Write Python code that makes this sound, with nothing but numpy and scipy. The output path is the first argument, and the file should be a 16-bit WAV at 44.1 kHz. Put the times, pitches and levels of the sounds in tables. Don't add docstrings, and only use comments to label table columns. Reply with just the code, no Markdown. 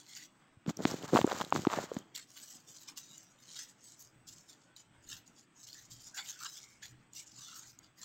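import sys
import numpy as np
from scipy import signal
from scipy.fft import rfft, irfft, next_fast_len
from scipy.io import wavfile
from scipy.ndimage import uniform_filter1d

SR = 44100
rng = np.random.default_rng(int(sys.argv[2]) if len(sys.argv) > 2 else 0)


def decibels_to_gain(level_db):
    exponent = np.asarray(level_db, float) / 20
    return 10 ** exponent


def persist_wave(psi):
    counts = np.round(np.clip(psi, -1, 1) * 32767).astype(np.int16)
    wavfile.write(sys.argv[1], SR, np.atleast_2d(counts).T)


N = 354784

# [peak t/s, swell t/s, fade t/s, rustle level/dB, pressure level/dB: how far down the sound reaches]
RUBS = [(.21, .2, 0.066, -49, 0), (2.5, 0.23, .13, -52.5, -2.5), (2.78, .15, .15, -56, -2),
        (3.15, 0.15, .15, -56.5, -2.5), (3.59, .2, 0.1, -49.5, -0.5), (3.89, 0.11, 0.097, -56.5, -4.5),
        (4.02, 0.076, 0.076, -55, -10), (4.38, 0.11, .07, -56, -6.5), (4.515, 0.055, .05, -55.5, -1.5),
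        (4.62, 0.046, .1, -67.5, -2), (5.12, 0.058, 0.083, -48, 0.5), (5.39, 0.053, .06, -61, -4.5),
        (5.64, 0.093, 0.026, -56, -4), (5.75, 0.05, 0.16, -55, -1), (6.08, 0.12, .06, -52, -4.5),
        (6.3, 0.095, .08, -47.5, -0.5), (6.44, 0.082, 0.088, -48, -0.5), (6.58, 0.16, .12, -51, -3.5),
        (6.7, .05, 0.11, -62, -9), (7.18, 0.052, 0.074, -49, -2), (7.41, 0.047, 0.02, -51, -1.5),
        (7.55, 0.25, 0.18, -52.5, -0.5), (7.68, 0.026, .06, -54.5, -10.5), (8.04, 0.067, .1, -50.5, -1.5)]
# [peak t/s, rustle level/dB, pressure level/dB]
FLICKS = [(0.0, -59, -3), (2.163, -41.5, 2), (2.31, -53.5, -3.5), (2.37, -54.5, 2.5), (2.685, -55, -13),
          (2.885, -52.5, -0.5), (2.98, -45, 0), (4.283, -55, -4), (4.775, -56, 1.5), (5.274, -62.5, -8),
          (5.679, -52, 0), (5.918, -47, -6), (5.96, -55, 0), (6.183, -45.5, 5), (6.838, -46.5, 1.5),
          (6.884, -60, -13.5), (7.275, -58, -10.5), (7.32, -60, -8), (7.84, -64, 4), (7.99, -53.5, -2.5),
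          (6.447, -49, 5), (6.158, -47.5, -5), (4.8, -62.5, 1.5), (2.211, -56, -2.5), (3.038, -56.5, -1.5),
          (3.31, -64.5, -9), (5.03, -64, -12.5), (5.85, -59, -11.5), (3.69, -58, -8)]
# [peak t/s, swell t/s, fade t/s, rustle level/dB, weight level/dB: low over high rubbing]
SHIFTS = [(.695, 0.025, 0.023, -48.5, -0.5), (.79, .03, 0.12, -67, 23), (.9, 0.11, 0.13, -47, 1),
          (1.05, 0.036, 0.019, -48.5, -3), (1.09, 0.021, 0.024, -50.5, -3.5),
          (1.16, 0.054, 0.074, -40.5, 7), (1.3, 0.073, 0.082, -56.5, -7), (1.38, 0.18, 0.14, -48.5, 0.5),
          (1.56, 0.039, 0.09, -46.5, 7), (1.75, .1, 0.15, -52, -8.5), (1.83, 0.12, 0.031, -51, 8),
          (1.96, 0.092, 0.079, -58.5, 0)]
# [f/Hz, level/dB per Hz]
FILM_COLOUR = [(3600, -24.5), (4800, 4.5), (7100, 9), (8000, 3), (8700, -5), (9300, -13.5), (10300, -12),
               (11500, -22), (12200, -49)]
# [middle t/s, length t/s, f/Hz, level/dB]
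STREAKS = [(0.164, .17, 2010, -67), (2.175, 0.06, 2150, -64), (2.188, 0.053, 1600, -67),
           (1.977, 0.31, 3200, -78), (6.205, 0.085, 2200, -59.5), (6.454, 0.06, 967, -64.5),
           (2.891, 0.019, 2300, -59), (7.201, 0.071, 2270, -68.5), (7.413, 0.075, 1220, -69.5),
           (3.558, 0.055, 2250, -71.5), (5.123, 0.085, 1740, -69), (5.782, 0.09, 1830, -69.5),
           (6.187, 0.09, 1565, -56.5), (6.191, 0.051, 860, -64), (6.348, 0.098, 1530, -67),
           (6.429, 0.093, 1318, -57), (6.675, .17, 2190, -70), (6.836, 0.031, 1780, -56.5),
           (7.536, 0.14, 1337, -65.5), (8.003, 0.057, 1950, -68)]
# [t/s, peak level/dB, f/Hz]
CASE_CLICKS = [(0.6625, -44.5, 2940), (0.6988, -31, 6850), (0.7675, -41, 6200), (0.7699, -25.5, 5770),
               (0.8364, -40, 4570), (0.852, -33, 2570), (0.912, -24, 5480), (1.0263, -31.5, 3024),
               (1.134, -34.5, 6185), (1.1717, -20, 3355), (1.2135, -21.5, 3013), (1.266, -29.5, 7260),
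               (1.299, -28, 2740), (1.3166, -26.5, 3960), (1.4117, -23, 3180), (1.4478, -28, 3820),
               (1.504, -33.5, 6670), (1.5215, -55, 3130), (1.5453, -25.5, 6660), (1.6497, -32.5, 5740),
               (1.673, -48.5, 3420), (1.7, -38, 3190), (1.7615, -32, 2820), (1.943, -34.5, 6800),
               (1.9874, -33, 6600)]
# [t/s, peak level/dB, f/Hz]
WET_POPS = [ (2.1503, -34, 3420), (2.158, -32, 7420), (2.8865, -36, 5930), (3.1793, -36, 7000),
            (4.7637, -38.5, 4000), (5.0894, -36, 6700), (5.2768, -44, 6800), (5.68, -44, 7330),
            (5.7292, -38.5, 4500), (6.1453, -38, 6600), (6.307, -33, 6330), (6.4344, -33, 7350),
            (6.4467, -30, 6660), (6.8332, -38.5, 6700), (7.1337, -38.5, 6940), (7.4817, -40, 7020),
            (7.5935, -35, 6550), (7.7886, -37.5, 6730)]
# [peak t/s, peak level/dB, f/Hz, sharp edge level/dB re peak]
KNOCKS = [(.572, -49, 110, -30), (.706, -30, 269, -21), (.8542, -14.5, 279, 0.5), (.9335, -35.5, 325, -4),
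          (1.1386, -17.5, 440, -17.5), (1.1427, -29, 560, -8), (1.1519, -12.5, 293, -13.5),
          (1.1602, -11, 1020, -14), (1.1683, -14.5, 720, -4.5), (1.1726, -13.5, 1033, -9),
          (1.1901, -14.5, 586, -34.5), (1.2457, -12, 308, -25), (1.2765, -23, 490, -9),
          (1.3194, -22, 1000, -2), (1.3286, -25, 497, -20.5), (1.4028, -25.5, 909, -23),
          (1.413, -23, 1050, -4.5), (1.4178, -24, 1055, -2), (1.5252, -11, 960, -20),
          (1.553, -23, 300, -5.5), (1.5618, -23, 1150, 0), (1.5938, -29, 281, -8.5),
          (1.6713, -13, 305, -11), (1.71, -42, 970, -1.5), (1.7181, -31, 1010, -0.5),
          (1.729, -25.5, 1022, -24), (1.7381, -21, 974, -3), (1.7426, -33, 920, -8),
          (1.7877, -20, 620, -35), (1.9685, -26.5, 244, -5.5)]
# [peak t/s, peak level/dB, f/Hz, sharp edge level/dB re peak]
TAPS = [(.665, -35, 278, -2), (.6824, -24.5, 183, -29.5), (.6956, -27, 233, -1.5), (.805, -30.5, 493, -30),
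        (1.177, -17.5, 1160, -11), (1.215, -22, 1030, -1.3), (1.3141, -24, 769, -4),
        (1.6516, -24, 1190, -30), (1.7009, -30, 1090, -2), (1.7334, -26, 1250, -8), (1.9178, -28, 467, -50)]
# [f/Hz, level/dB per Hz]
HUM_COLOUR = [(25, -13), (60, -23.5), (130, 2.5), (220, -1.5), (320, 0.5), (400, -9.5), (1500, -9.5),
              (3300, -16), (4000, -23.5), (7400, -26.5), (7700, -17), (8200, -13.5), (9000, -52.5),
              (15600, -35.5)]
# [peak t/s, level/dB]
THROBS = [
    (4.349, -67),
    (5.162, -61.5),
    (6.02, -63.5),
    (6.95, -65),
    (7.42, -70.5),
    (7.879, -67.5),
]

FLICK_SWELL_S, FLICK_FADE_S = 0.018, 0.049
EDGE_DROP_DB, EDGE_CURVE = 18.5, 1.8
TAIL_DB, TAIL_S = -26.5, 0.057
MIDDLE_DB, BODY_DB, AIR_DB = -5.5, -9, -14
BODY_FOLLOWS, AIR_FOLLOWS = 1.7, .45
AIR_DAMPED = 0.17
AIR_HZ = 11800, 17000
SHIFT_MIDDLE_DB, SHIFT_BODY_DB, SHIFT_AIR_DB = -5, -4, -14
SLIDE_LOW_DB, SLIDE_HIGH_DB = 3.5, 1.5
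KNOCK_CYCLES, TAP_CYCLES = 1.15, 1.7
HUM_DB, RUMBLE_DB = -68, -77
THROB_SWELL_S, THROB_FADE_S = .4, 0.067
SUPPRESSION_DB = 5.5


def glove():
    flicks = [(s, FLICK_SWELL_S, FLICK_FADE_S, db, pressure) for s, db, pressure in FLICKS]
    on_fish = movements(
        RUBS + flicks,
        lambda db, p: db,
        lambda db, p: db + MIDDLE_DB + p,
        lambda db, p: db + BODY_DB + BODY_FOLLOWS * p,
        lambda db, p: db + AIR_DB + AIR_FOLLOWS * (db + 51.5) - AIR_DAMPED * p)
    layer_db = np.array([[0], [SHIFT_MIDDLE_DB], [SHIFT_BODY_DB], [SHIFT_AIR_DB]])
    on_phone = movements(SHIFTS, lambda db, w: db) * decibels_to_gain(layer_db)
    buckles = grains(2500, spread_db=4.0, clump_db=5.5, clump_rate=44)
    hiss = rng.standard_normal(N) * decibels_to_gain(3.61 * drift(25))
    film = 1.2 * buckles + 1.1 * hiss
    patched = patchy(film, depth_db=5.0, width=2, length=8) + .3 * buckles + .4 * crinkles()
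    airy = (film + .3 * buckles) * decibels_to_gain(3.5 * drift(14))
    crackly = film + .45 * grains(350, spread_db=10.5, clump_db=1.5, clump_rate=15)
    fish_layers = on_fish * film_layers(patched, airy)
    phone_layers = on_phone * film_layers(crackly, crackly)
    return np.sum(fish_layers + phone_layers, axis=0)


def film_layers(x, airy):
    rustle = coloured(x, FILM_COLOUR)
    layers = rustle, band(x, 2605, 4690), band(x, 1100, 3420), band(airy, *AIR_HZ, order=5)
    return [rms_one(layer) for layer in layers]


def crinkles():
    clicks = grains(170, spread_db=3.5, clump_db=4.5, clump_rate=13)
    dealt = rng.integers(0, 8, N)
    pitches = np.geomspace(3000, 7800, 8)
    return rms_one(sum(ring(clicks * (dealt == k), hz, 14.5 / hz) for k, hz in enumerate(pitches)))


def streaks():
    out = np.zeros(N)
    for s, length, hz, db in STREAKS:
        size = int(1.6 * length * SR)
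        streak = band(rng.standard_normal(SR // 2), hz - 110, hz + 110)[-size:]
        uneven_db = 3.5 * np.repeat(rng.standard_normal(size // 600 + 1), 600)[:size]
        add(out, s - .8 * length, decibels_to_gain(db + 5.5) * rms_one(streak * decibels_to_gain(uneven_db)) * np.hanning(size))
    return out


def snaps():
    out, t = np.zeros(N), np.arange(400) / SR
    for rows, rise_s, ring_s in ((CASE_CLICKS, .00015, .0007), (WET_POPS, .0008, .0013)):
        noises = rng.standard_normal((len(rows), 400))
        shape = (1 - np.exp(-(t / rise_s) ** 2)) * np.exp(-t / ring_s)
        for (s, db, hz), noise in zip(rows, noises):
            pop = shape / shape.max() * (.6 * np.sin(2 * np.pi * hz * t) + 0.35 * noise)
            add(out, s + 0.00059 - rise_s, decibels_to_gain(db + 1.5) * band(pop, 0.86 * hz, 18000))
    return band(out, 2000, 8300, order=4) + decibels_to_gain(-8.5) * band(out, *AIR_HZ, order=4)


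def grip():
    low_gain, high_gain = movements(
        SHIFTS,
        lambda db, w: db + SLIDE_LOW_DB + w,
        lambda db, w: db + SLIDE_HIGH_DB - w)
    low = rms_one(band(grains(1200, spread_db=8.0, clump_db=4.5, clump_rate=30), 130, 440))
    high = rms_one(band(grains(2500, spread_db=1.5, clump_db=5.5, clump_rate=19), 500, 1500))
    thud = rms_one(band(grains(300, spread_db=7.0, clump_db=2.5, clump_rate=20), 90, 220))
    return low_gain * (low + .45 * thud) + high_gain * high


def bumps():
    out = np.zeros(N)
    for rows, cycles in ((KNOCKS, KNOCK_CYCLES), (TAPS, TAP_CYCLES)):
        for s, db, hz, edge_db in rows:
            swing, lead = wavelet(hz, cycles)
            add(out, s - lead, decibels_to_gain(db) * swing)
            add(out, s - lead * 1.1, decibels_to_gain(db - 11.5) * wavelet(2.5 * hz, 1.8)[0])
            add(out, s - lead * 0.37, decibels_to_gain(db + edge_db - 3.0) * wavelet(3300, 0.95)[0])
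            add(out, s - lead * 0.62, decibels_to_gain(db + edge_db) * wavelet(1200, 0.57)[0])
    return out


def kitchen():
    throb_rows = [(s, THROB_SWELL_S, THROB_FADE_S, db, 0) for s, db in THROBS]
    throb, = movements(throb_rows, lambda db, _: db)
    noise = patchy(rng.standard_normal(N), depth_db=2.5, width=1, length=12)
    hum = rms_one(coloured(noise, HUM_COLOUR)) * decibels_to_gain(HUM_DB + drift(11.0))
    drone = ring(rng.standard_normal(N), 120, 0.2)
    drone = drone + 0.39 * rms_one(band(rng.standard_normal(N), 40, 220))
    rumble = (throb + decibels_to_gain(RUMBLE_DB)) * decibels_to_gain(1.3 * drift(9)) * rms_one(drone)
    return hum * decibels_to_gain(SUPPRESSION_DB) + rumble


def swell(s, swell_s, fade_s):
    t = np.arange(0, N + 32, 32) / SR - s
    distance = np.abs(t / np.where(t < 0, swell_s, fade_s))
    top = decibels_to_gain(-2 * EDGE_DROP_DB * np.minimum(distance ** EDGE_CURVE, 6))
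    return top + (t > 0) * decibels_to_gain(2 * TAIL_DB) * np.exp(-2 * np.abs(t) / TAIL_S)


def movements(rows, *laws_db):
    power = 0
    for s, up, down, db, column in rows:
        peaks = [decibels_to_gain(2 * law(db, column)) for law in laws_db]
        power = power + np.outer(peaks, swell(s, up, down))
    return np.array([np.interp(np.arange(N) / 32, np.arange(len(p)), np.sqrt(p)) for p in power])


def grains(per_s, spread_db, clump_db, clump_rate):
    sizes = decibels_to_gain(spread_db * np.minimum(rng.exponential(1, N), 5)) * rng.choice([-1, 1], N)
    born = rng.random(N) < per_s * decibels_to_gain(clump_db * drift(clump_rate)) / SR
    return rms_one(sizes * born)


def drift(rate):
    r = np.exp(-80 * np.pi * rate / SR)
    slow = signal.lfilter([1], [1, -2 * r, r * r], rng.standard_normal(N // 40 + 2002))[2000:]
    return np.interp(np.arange(N) / 40, np.arange(len(slow)), rms_one(slow))


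def patchy(x, depth_db, width, length):
    frames = signal.stft(x, nperseg=512)[2]
    chance = rng.standard_normal(frames.shape)
    for size, axis in ((width, 0), (length, 1)):
        for _ in range(2):
            chance = uniform_filter1d(chance, size, axis=axis)
    return signal.istft(frames * decibels_to_gain(depth_db * rms_one(chance)), nperseg=512)[1][:N]


def coloured(x, spectrum):
    hz, db = np.transpose(spectrum)
    size = next_fast_len(N)
    grid = np.maximum(np.fft.rfftfreq(size, 1 / SR), 1)
    gain = decibels_to_gain(np.interp(np.log(grid), np.log(hz), db))
    return irfft(rfft(x, size) * gain, size)[:N]


def ring(x, hz, t60):
    r, w = decibels_to_gain(-60 / (t60 * SR)), 2 * np.pi * hz / SR
    return rms_one(signal.lfilter([0, np.sin(w)], [1, -2 * r * np.cos(w), r * r], x + 1e-18))


def wavelet(hz, width):
    damping = 3.4 / max(width, .5)
    cycles = np.arange(int(12 / damping * SR / hz)) * hz / SR - 2 / damping
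    rise = cycles * damping / 2 + 1
    swing = rise ** 2 * np.exp(-damping * cycles) * np.cos(2 * np.pi * cycles)
    return swing, 2 / damping / hz


def band(x, low_hz, high_hz, order=2):
    edges = [low_hz, min(high_hz, .47 * SR)]
    return signal.sosfilt(signal.butter(order, edges, "band", fs=SR, output="sos"), x)


def rms_one(x):
    return x / np.sqrt(np.mean(x ** 2) + 1e-20)


def add(out, s, sound):
    i = round(s * SR)
    out[i:i + len(sound)] += sound[:N - i]


def scene():
    hand_on_phone = band(grip() + bumps(), 81, 9000, order=3)
    return (glove() + streaks() + snaps() + hand_on_phone + kitchen())[None]


def suppress(x, over, memory):
    frames = signal.stft(x, nperseg=512)[2]
    power = uniform_filter1d(np.abs(frames) ** 2, size=2, axis=0)
    smooth = signal.lfilter([1 - memory], [1, -memory], power)
    smooth = np.maximum(smooth, .35 * power)
    quiet = np.percentile(uniform_filter1d(power, size=12, axis=1), 10, axis=1, keepdims=True)
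    gain = np.clip(1 - over * quiet / (smooth + 1e-18), decibels_to_gain(-SUPPRESSION_DB), 1)
    return signal.istft(frames * gain, nperseg=512)[1][:N]


def roll_off(x):
    return signal.sosfilt(signal.butter(12, 16840, fs=SR, output="sos"), x)


def record(dry):
    clean = suppress(dry[0], over=1.7, memory=.88)
    top_cut = signal.sosfilt(signal.cheby2(14, 30, 16050, fs=SR, output="sos"), clean)
    return roll_off(top_cut[None])


dry = scene()
out = record(dry)
persist_wave(out)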